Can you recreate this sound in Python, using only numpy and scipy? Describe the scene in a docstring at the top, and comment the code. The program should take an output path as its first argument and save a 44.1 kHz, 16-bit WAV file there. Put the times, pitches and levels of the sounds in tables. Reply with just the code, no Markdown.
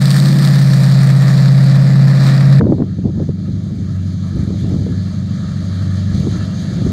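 """First an old V8 pickup with open pipes drives off along a residential street, booming at its firing rate.
One weak cylinder makes the note throb once a cycle, and the exhaust gas rasps and ticks.
At 2.6 s the place changes abruptly: after a sharp handling knock, wind buffets the microphone
while the truck burbles far down the road at lower revs. The wash of the street and the hiss of trees
then rise on a steady ramp, which stands for the recorder's automatic gain recovering after the wind."""
import sys
import numpy as np
from scipy import signal
from scipy.fft import rfft, irfft, next_fast_len
from scipy.io import wavfile
from scipy.ndimage import uniform_filter1d, minimum_filter1d, map_coordinates

SR = 44100
rng = np.random.default_rng(int(sys.argv[2]) if len(sys.argv) > 2 else 0)


def int16_out(signal):
    """Quantize to a 16-bit WAV file."""
    q = np.round(np.clip(np.atleast_2d(signal).T, -1, 1) * 32767)
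    wavfile.write(sys.argv[1], SR, q.astype(np.int16))


N = 305172
TIME = np.arange(N) / SR
CHANGE_S = 2.596  # when the place changes


def amp(db):
    """Turn decibels into a gain to multiply by."""
    return 10 ** (np.asarray(db) / 20)


def unit(x):
    """Scale a signal to an average (rms) size of 1."""
    return x / np.sqrt(np.mean(x ** 2) + 1e-20)


def curve(points):
    """Join (time, value) points with straight lines."""
    return np.interp(TIME, *np.transpose(points))


def drift(db, db_per_s, since=0):
    """A level that passes db at the time since, and changes at a steady rate."""
    return db + db_per_s * (TIME - since)


def swell(middle, length):
    """A bell shape that peaks at 1 and stays above one half for length seconds."""
    return .5 ** ((2 * (TIME - middle) / length) ** 2)


def wobble(rate):
    """A smooth curve through rate random values a second."""
    knots = rng.standard_normal(int(N * rate / SR) + 4)
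    coarse = np.arange(0, N, 64)
    return np.interp(np.arange(N), coarse, map_coordinates(knots, [coarse * rate / SR]))


def filtered(x, response):
    """Multiply each frequency in x by response(frequency)."""
    size = next_fast_len(N + SR // 2)
    return irfft(rfft(x, size) * response(np.fft.rfftfreq(size, 1 / SR)), size)[:N]


def coloured(x, spectrum):
    """Shape the tone of x with (frequency, level) points; nothing is left outside them."""
    freqs, db = np.transpose(spectrum)
    return filtered(x, lambda hz: amp(np.interp(np.log(hz + 1), np.log(freqs), db, left=-120, right=-120)))


def noise(spectrum):
    """Noise of size 1 with the given tone."""
    return unit(coloured(rng.standard_normal(N), spectrum))


def patchy(x, depth_db):
    """Let every frequency band of x swell and fade on its own."""
    bands = signal.stft(x, nperseg=512)[2]
    patches = uniform_filter1d(rng.standard_normal(bands.shape), size=12, axis=0)
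    patches = unit(uniform_filter1d(patches, size=10, axis=1))
    return unit(signal.istft(bands * amp(depth_db * patches), nperseg=512)[1][:N])


def fading(x, t60):
    """Give every click in x a tail that falls 60 dB in t60 seconds."""
    return signal.fftconvolve(x, amp(-60 * TIME[:SR // 10] / t60))[:N]


# tone of the distant street: (frequency [Hz], relative level [dB])
STREET_TONE = [(220, -37), (380, -27), (409, -9), (448, -1), (478, -24), (528, -2.5), (612, 7),
               (808, -19.5), (1280, 3), (1500, -9.5), (1710, 0.5), (2590, -33), (2700, -8.5), (3510, -45),
               (5940, -120)]
def street():
    """The wash of the street wavers; its steady rise stands for the recorder's gain recovering."""
    level_db = drift(-53.5, 3.18, since=CHANGE_S) + 1.04 * wobble(12)
    return amp(level_db) * patchy(noise(STREET_TONE), depth_db=3)


# swells of the breeze: (middle [s], length [s], boost [dB])
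BREEZE = [(4.65, 0.64, 2.5), (6.2, 0.38, 2.5)]
# tones of hissing leaves and of dry leaves flicking together: (frequency [Hz], relative level [dB])
LEAF_TONE = [(1410, -6), (2400, -1), (2600, -26), (2880, -15), (3060, -1), (4190, 5), (4720, 2.5),
             (5560, -8.5), (6160, -1.5), (6720, -1.5), (7680, -13), (8440, -13), (9270, -19.5),
             (10600, -18), (15700, -45)]
RUSTLE_TONE = [(2500, -10), (4500, 1.5), (8000, -0.5), (11500, -6.5), (15700, -16)]
def trees(flicks_per_s=130):
    """Leaves hiss in the breeze; when it swells, single flicks stand out more."""
    breeze_db = sum(db * swell(s, length) for s, length, db in BREEZE) + .79 * wobble(15)
    hiss_db = drift(-53, 2.85, since=CHANGE_S) + breeze_db  # the drift is the gain recovering
    hiss = patchy(noise(LEAF_TONE), depth_db=1.1)
    flicks = (rng.random(N) < flicks_per_s / SR) * amp(3 * rng.standard_normal(N))
    rustle = unit(coloured(fading(flicks, t60=.019) * rng.standard_normal(N), RUSTLE_TONE))
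    return amp(hiss_db) * hiss + amp(hiss_db + breeze_db - 19) * rustle


# gusts at the microphone: (middle [s], length [s], strength [dB], rumble level [dB])
GUSTS = [(2.643, 0.24, -14, -28), (2.81, 0.036, -24, -34), (3.065, 0.052, -18, -29),
         (3.191, 0.078, -21, -28), (3.295, .03, -25, -35), (3.5, 0.11, -31.5, -33), (3.77, .16, -32, -33),
         (4.39, .09, -22, -24), (4.517, 0.058, -23.5, -32), (4.65, .04, -28, -24), (4.745, .12, -22, -23.5),
         (4.9, .1, -26, -35), (6.162, 0.09, -28.5, -25), (6.265, .09, -22, -33), (6.384, 0.097, -29.5, -34),
         (6.85, 0.22, -25, -34)]
# low, middle and high parts of the wind: (frequency [Hz], relative level [dB])
RUMBLE_TONE = [(18, -28), (35, -12.5), (55, -6), (70, 7.5), (95, -4), (160, -27)]
BUFFET_TONE = [(50, -44), (80, -8), (120, 2.5), (190, -2.5), (260, -8.5), (400, -23), (800, -64)]
FLUTTER_TONE = [(100, -35), (220, 5.5), (300, 5.5), (420, -5), (650, -15), (1000, -29), (2000, -63),
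                (3500, -95)]
def wind(calm_db=-39, calm_rumble_db=-40):
    """Gusts buffet the microphone; the stronger they blow, the brighter they flutter."""
    strength = amp(calm_db) + sum(amp(db) * swell(s, length) for s, length, db, _ in GUSTS)
    push = amp(calm_rumble_db + 3 * wobble(7.5))
    push += sum(amp(db) * swell(s, length) for s, length, _, db in GUSTS)
    gust_db = 20 * np.log10(strength) + 2.4 * wobble(55)
    buffet = amp(.44 * gust_db - 9.5) * noise(BUFFET_TONE)
    rumble = push * noise(RUMBLE_TONE)
    flutter = amp(1.214 * gust_db + .5) * noise(FLUTTER_TONE)
    return rumble + buffet + flutter


# a sharp handling knock (first row), then wind thumps on the microphone:
# (time [s], thump level [dB], pitch [Hz], relative crack level [dB])
THUMPS = [(2.611, -5, 180, -19), (2.641, -6, 195, -36), (2.655, -3.5, 134, -31), (2.669, -2.5, 230, -37),
          (2.723, 0.5, 293, -40), (2.784, -11, 230, -42), (2.805, -6, 208, -41), (2.822, -6, 147, -28),
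          (2.99, -8, 115, -54), (3.057, -7, 146, -41), (3.2, -9, 190, -41), (3.293, -7, 150, -47),
          (4.506, -15, 165, -47), (4.645, -10, 144, -48), (4.744, -5.5, 130, -52), (4.866, -13, 178, -44),
          (6.272, -9, 140, -37), (6.867, -7, 136, -42)]
# tone of their crack: (frequency [Hz], relative level [dB])
CRACK_TONE = [(500, -4), (1000, 5.5), (1700, -7), (2400, -18), (3200, -30), (4000, -65)]
def knock_and_thumps(puff_db=-3.5, puff_t60=.036, crack_boost_db=16):
    """Each thump is one push and pull and a puff at its own pitch; a few early ones crack sharply."""
    thumps, slaps = np.zeros(N + SR), np.zeros(N)
    t = TIME[:SR // 10]
    for s, db, hz, crack_db in THUMPS:
        angle = 2 * np.pi * hz * t
        onset = 1 - np.exp(-angle ** 2)
        push_pull = onset * (angle - np.pi) * np.exp(-(angle - np.pi) ** 2 / 2)
        band = signal.butter(4, [hz / 2, hz * 2.66], "bandpass", fs=SR, output="sos")
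        puff = signal.sosfilt(band, amp(-60 * t / puff_t60) * rng.standard_normal(len(t)))
        puff *= amp(puff_db) / np.abs(puff).max()
        start = round((s - .5 / hz) * SR)
        thumps[start:start + len(t)] += amp(db) * (push_pull + puff)
        slaps[round(s * SR)] = amp(crack_db + crack_boost_db)
    cracks = coloured(fading(slaps, t60=.013) * rng.standard_normal(N), CRACK_TONE)
    return thumps[:N] + cracks


# the eight cylinders: (relative level [dB], delay at the tailpipe [gaps between firings])
CYLINDERS = [(-0.6, -0.015), (0.7, -0.104), (0.6, -0.043), (-0.2, 0.255), (-1.2, -0.196), (3.0, -0.009),
             (-2.4, -0.026), (-1.4, 0.137)]
def firings(count, spread_db, jitter):
    """One click per firing, sized and delayed by its cylinder; count is the number of firings so far."""
    number = np.arange(int(count[-1]))
    size_db, delay = np.array(CYLINDERS)[number % len(CYLINDERS)].T
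    time_luck, size_luck = rng.standard_normal((len(number), 2)).T
    samples = np.interp(number + delay + jitter * time_luck, count, np.arange(N)).astype(int)
    return np.bincount(samples, amp(size_db + spread_db * size_luck), N) * (TIME > 0)


def boom(count):
    """The engine's main note: one vibration per firing."""
    return unit(np.cos(2 * np.pi * count))


def throb(count, tones, scatter, waver_db):
    """Tones around the boom cancel it at the weak cylinder, unless echoes scatter their timing."""
    out = np.zeros(N)
    for per_cycle, db in tones:
        phase = 2 * np.pi * count * per_cycle / len(CYLINDERS) + scatter * rng.normal()
        out -= amp(db + waver_db * wobble(4.4)) * np.cos(phase)
    return unit(out)


# notes at which the exhaust pipes ring: (frequency [Hz], width [Hz], relative level [dB])
PIPE_NOTES = [(294, 62, -0.3), (525, 37, -1.5), (622, 41, -2.4), (686, 19.6, -2.5), (738, 45, -9),
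              (935, 51, -13.5), (1286, 180, -13), (1950, 170, -14.5)]
def pipes(pulses, dull_hz):
    """Firings make the pipes ring with a bark, muffled above dull_hz."""
    def response(hz):
        ring = sum((-1) ** k * amp(db) * 1j * hz * width / (note ** 2 - hz ** 2 + 1j * hz * width)
                   for k, (note, width, db) in enumerate(PIPE_NOTES))
        return ring / (1 + (hz / dull_hz) ** 2) ** 2
    return unit(filtered(pulses, response))


# engine speed far away: (time [s], rate [firings/s])
FAR_SPEED = [(2.6, 98.3), (3.2, 95.33), (3.7, 97.37), (4.0, 93.72), (4.3, 95.76), (5.0, 95.83),
             (5.5, 95.92), (6.9, 95.75)]
# the distant boom swells and fades: (time [s], level [dB])
FAR_BOOM = [(2.6, -27), (3.1, -24), (3.75, -26), (3.97, -19.5), (4.5, -24), (4.85, -18.5), (5.43, -25.5),
            (5.92, -15.5), (6.6, -27.5), (6.9, -21)]
# tones of the burble: (pitch [vibrations per eight firings], relative level [dB])
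BURBLE_TONES = [(6, -22.5), (7, -19), (9, -3), (10, -7.5), (11, -9.5), (12, 1.5), (13, -7), (14, -1),
                (15, 2.5), (16, 0), (17, -1), (18, -8), (20, -29), (21, -38), (22, -15), (24, -30),
                (25, -34.5), (26, -35), (27, -21)]
def truck_far():
    """The truck cruises far off: its low tones arrive by many paths, with a faint bark."""
    count = np.cumsum(curve(FAR_SPEED)) / SR
    pulses = firings(count, spread_db=1.5, jitter=.012)
    note = amp(curve(FAR_BOOM) + wobble(12)) * boom(count)
    burble = throb(count, BURBLE_TONES, scatter=2.2, waver_db=1.6)
    burble *= amp(drift(-21.5, .4, since=CHANGE_S) + .79 * wobble(7))
    bark = amp(drift(-52.5, 3.18, since=CHANGE_S)) * pipes(pulses, dull_hz=3020)
    return note + burble + bark


# loud exhaust ticks: (time [s], relative level [dB])
LOUD_TICKS = [(0.0558, -5.5), (0.1053, -5), (0.114, -7), (0.201, -6), (0.2573, -7)]
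# their ring: (frequency [Hz], relative level [dB])
TICK_TONE = [(1500, -21), (3000, -6), (4600, 7.5), (6500, -18), (8500, -2), (10200, -29.5), (12000, -13.5),
             (15700, -22)]
def ticks(count, loud_db, crackle_db):
    """The exhaust spits a few sharp ticks at the start, and small ones crackle with the firings."""
    hits = np.zeros(N)
    for s, db in LOUD_TICKS:
        hits[round(s * SR)] = amp(db + loud_db)
    crackle = unit(fading(firings(count, spread_db=5, jitter=.25), t60=.007))
    return (fading(hits, t60=.009) + amp(crackle_db) * crackle) * noise(TICK_TONE)


# low, middle and high parts of the rushing gas: (frequency [Hz], relative level [dB])
RASP_TONE = [(470, -24), (800, -5.5), (874, -9.5), (1210, -2), (1530, -7.5), (1770, 0.5), (2180, -9),
             (2370, -7.5), (2670, -16.5), (3000, -18.5), (3900, -44), (6600, -120)]
HISS_TONE = [(1760, -33), (3000, -13), (3090, -10), (3820, 0), (4620, 1), (5420, -6), (6270, -13),
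             (7000, -8.5), (9100, -21), (15400, -120)]
SIZZLE_TONE = [(3530, -5), (6000, 0.5), (6270, -18), (8450, 4), (8970, 0.5), (10000, -11), (10400, -8.5),
               (11800, -1), (13100, -13), (15100, -10), (15700, -12)]
def exhaust_gas(count, flow_db):
    """Churning gas puffs at each firing over a steady flow; the treble fades first as the truck leaves."""
    flow = 1 + unit(fading(firings(count, spread_db=3.5, jitter=.08), t60=.035))

    def rush(tone, depth_db):
        return patchy(coloured(flow * rng.standard_normal(N), tone), depth_db)

    rasp = amp(drift(-30.5, -1.45) + 1.04 * flow_db) * rush(RASP_TONE, depth_db=.7)
    hiss = amp(drift(-30.5, -3) + flow_db) * rush(HISS_TONE, depth_db=1.34)
    sizzle_db = drift(-36.5, -6) + 1.6 * flow_db
    sizzle = amp(sizzle_db) * rush(SIZZLE_TONE, depth_db=1.2)
    return rasp + hiss + sizzle + ticks(count, loud_db=-8, crackle_db=sizzle_db)


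# engine speed close by: (time [s], rate [firings/s])
NEAR_SPEED = [(0, 136.43), (0.4, 140.6), (0.75, 134.28), (1.3, 134.14), (2.1, 135.48), (2.3, 134.52),
              (2.6, 137.04)]
# presses of the gas pedal: (middle [s], length [s], overtone level [dB], gas flow boost [dB])
PEDAL = [(0.346, .32, -24, 0), (0.824, 0.07, -38, 1), (1.907, 0.3, -29.5, -1), (2.289, .2, -25, 4.5),
         (2.547, 0.19, -30, 1.5)]
# tones of the throb, and those the pedal adds: (pitch [vibrations per eight firings], relative level [dB])
THROB_TONES = [(2, -26.5), (5, -19.5), (6, -13), (7, -16), (9, 2.5), (10, 3), (11, 3.5), (12, -33.5),
               (13, -11)]
PEDAL_TONES = [(13, 2), (14, -12.5), (15, -8.5), (16, -6.5), (17, -13), (18, -8.5), (19, -6), (20, -10.5)]
# low roar under the engine: (frequency [Hz], relative level [dB])
ROAR_TONE = [(18, -9), (45, -19), (90, 4), (150, -2.5), (220, 5.5), (330, -4.5), (440, -7), (600, 1.5),
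             (800, -26), (1200, -39)]
def truck_near():
    """The engine works hard close by: a clean, throbbing boom with barking pipes and rasping gas."""
    count = np.cumsum(curve(NEAR_SPEED)) / SR - 1.7  # firings counted from the weak cylinder
    pulses = firings(count, spread_db=1, jitter=.006)
    effort = sum(amp(db) * swell(s, length) for s, length, db, _ in PEDAL)
    flow_db = sum(db * swell(s, length) for s, length, _, db in PEDAL) + .5 * wobble(14)
    note = amp(drift(-9, .45) + .76 * wobble(8.35)) * boom(count)
    beat = amp(-15) * throb(count, THROB_TONES, scatter=.2, waver_db=.9)
    overtones = effort * throb(count, PEDAL_TONES, scatter=1, waver_db=2.5)
    bark = amp(drift(-31, .14) + .4 * flow_db) * pipes(pulses, dull_hz=3500)
    roar = amp(-33) * noise(ROAR_TONE)
    return note + beat + overtones + bark + roar + exhaust_gas(count, flow_db)


def scene():
    """The close truck gives way at once to the distant one in the windy street."""
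    later = np.clip((TIME - CHANGE_S) / .004, 0, 1)
    earlier = np.clip(TIME / .008, 0, 1) - later
    mic_noise = wind() + knock_and_thumps()
    return (earlier * truck_near() + later * (truck_far() + street() + trees() + mic_noise))[None]


def record(dry, ceiling=.95, top_hz=15750):
    """A limiter turns the highest peaks down; nothing above top_hz is kept."""
    needed = np.minimum(1, ceiling / (np.abs(dry[0]) + 1e-9))
    gain = uniform_filter1d(minimum_filter1d(needed, size=400), size=400)
    return filtered(dry[0] * gain, lambda hz: hz < top_hz)[None]


dry = scene()
out = record(dry)
int16_out(out)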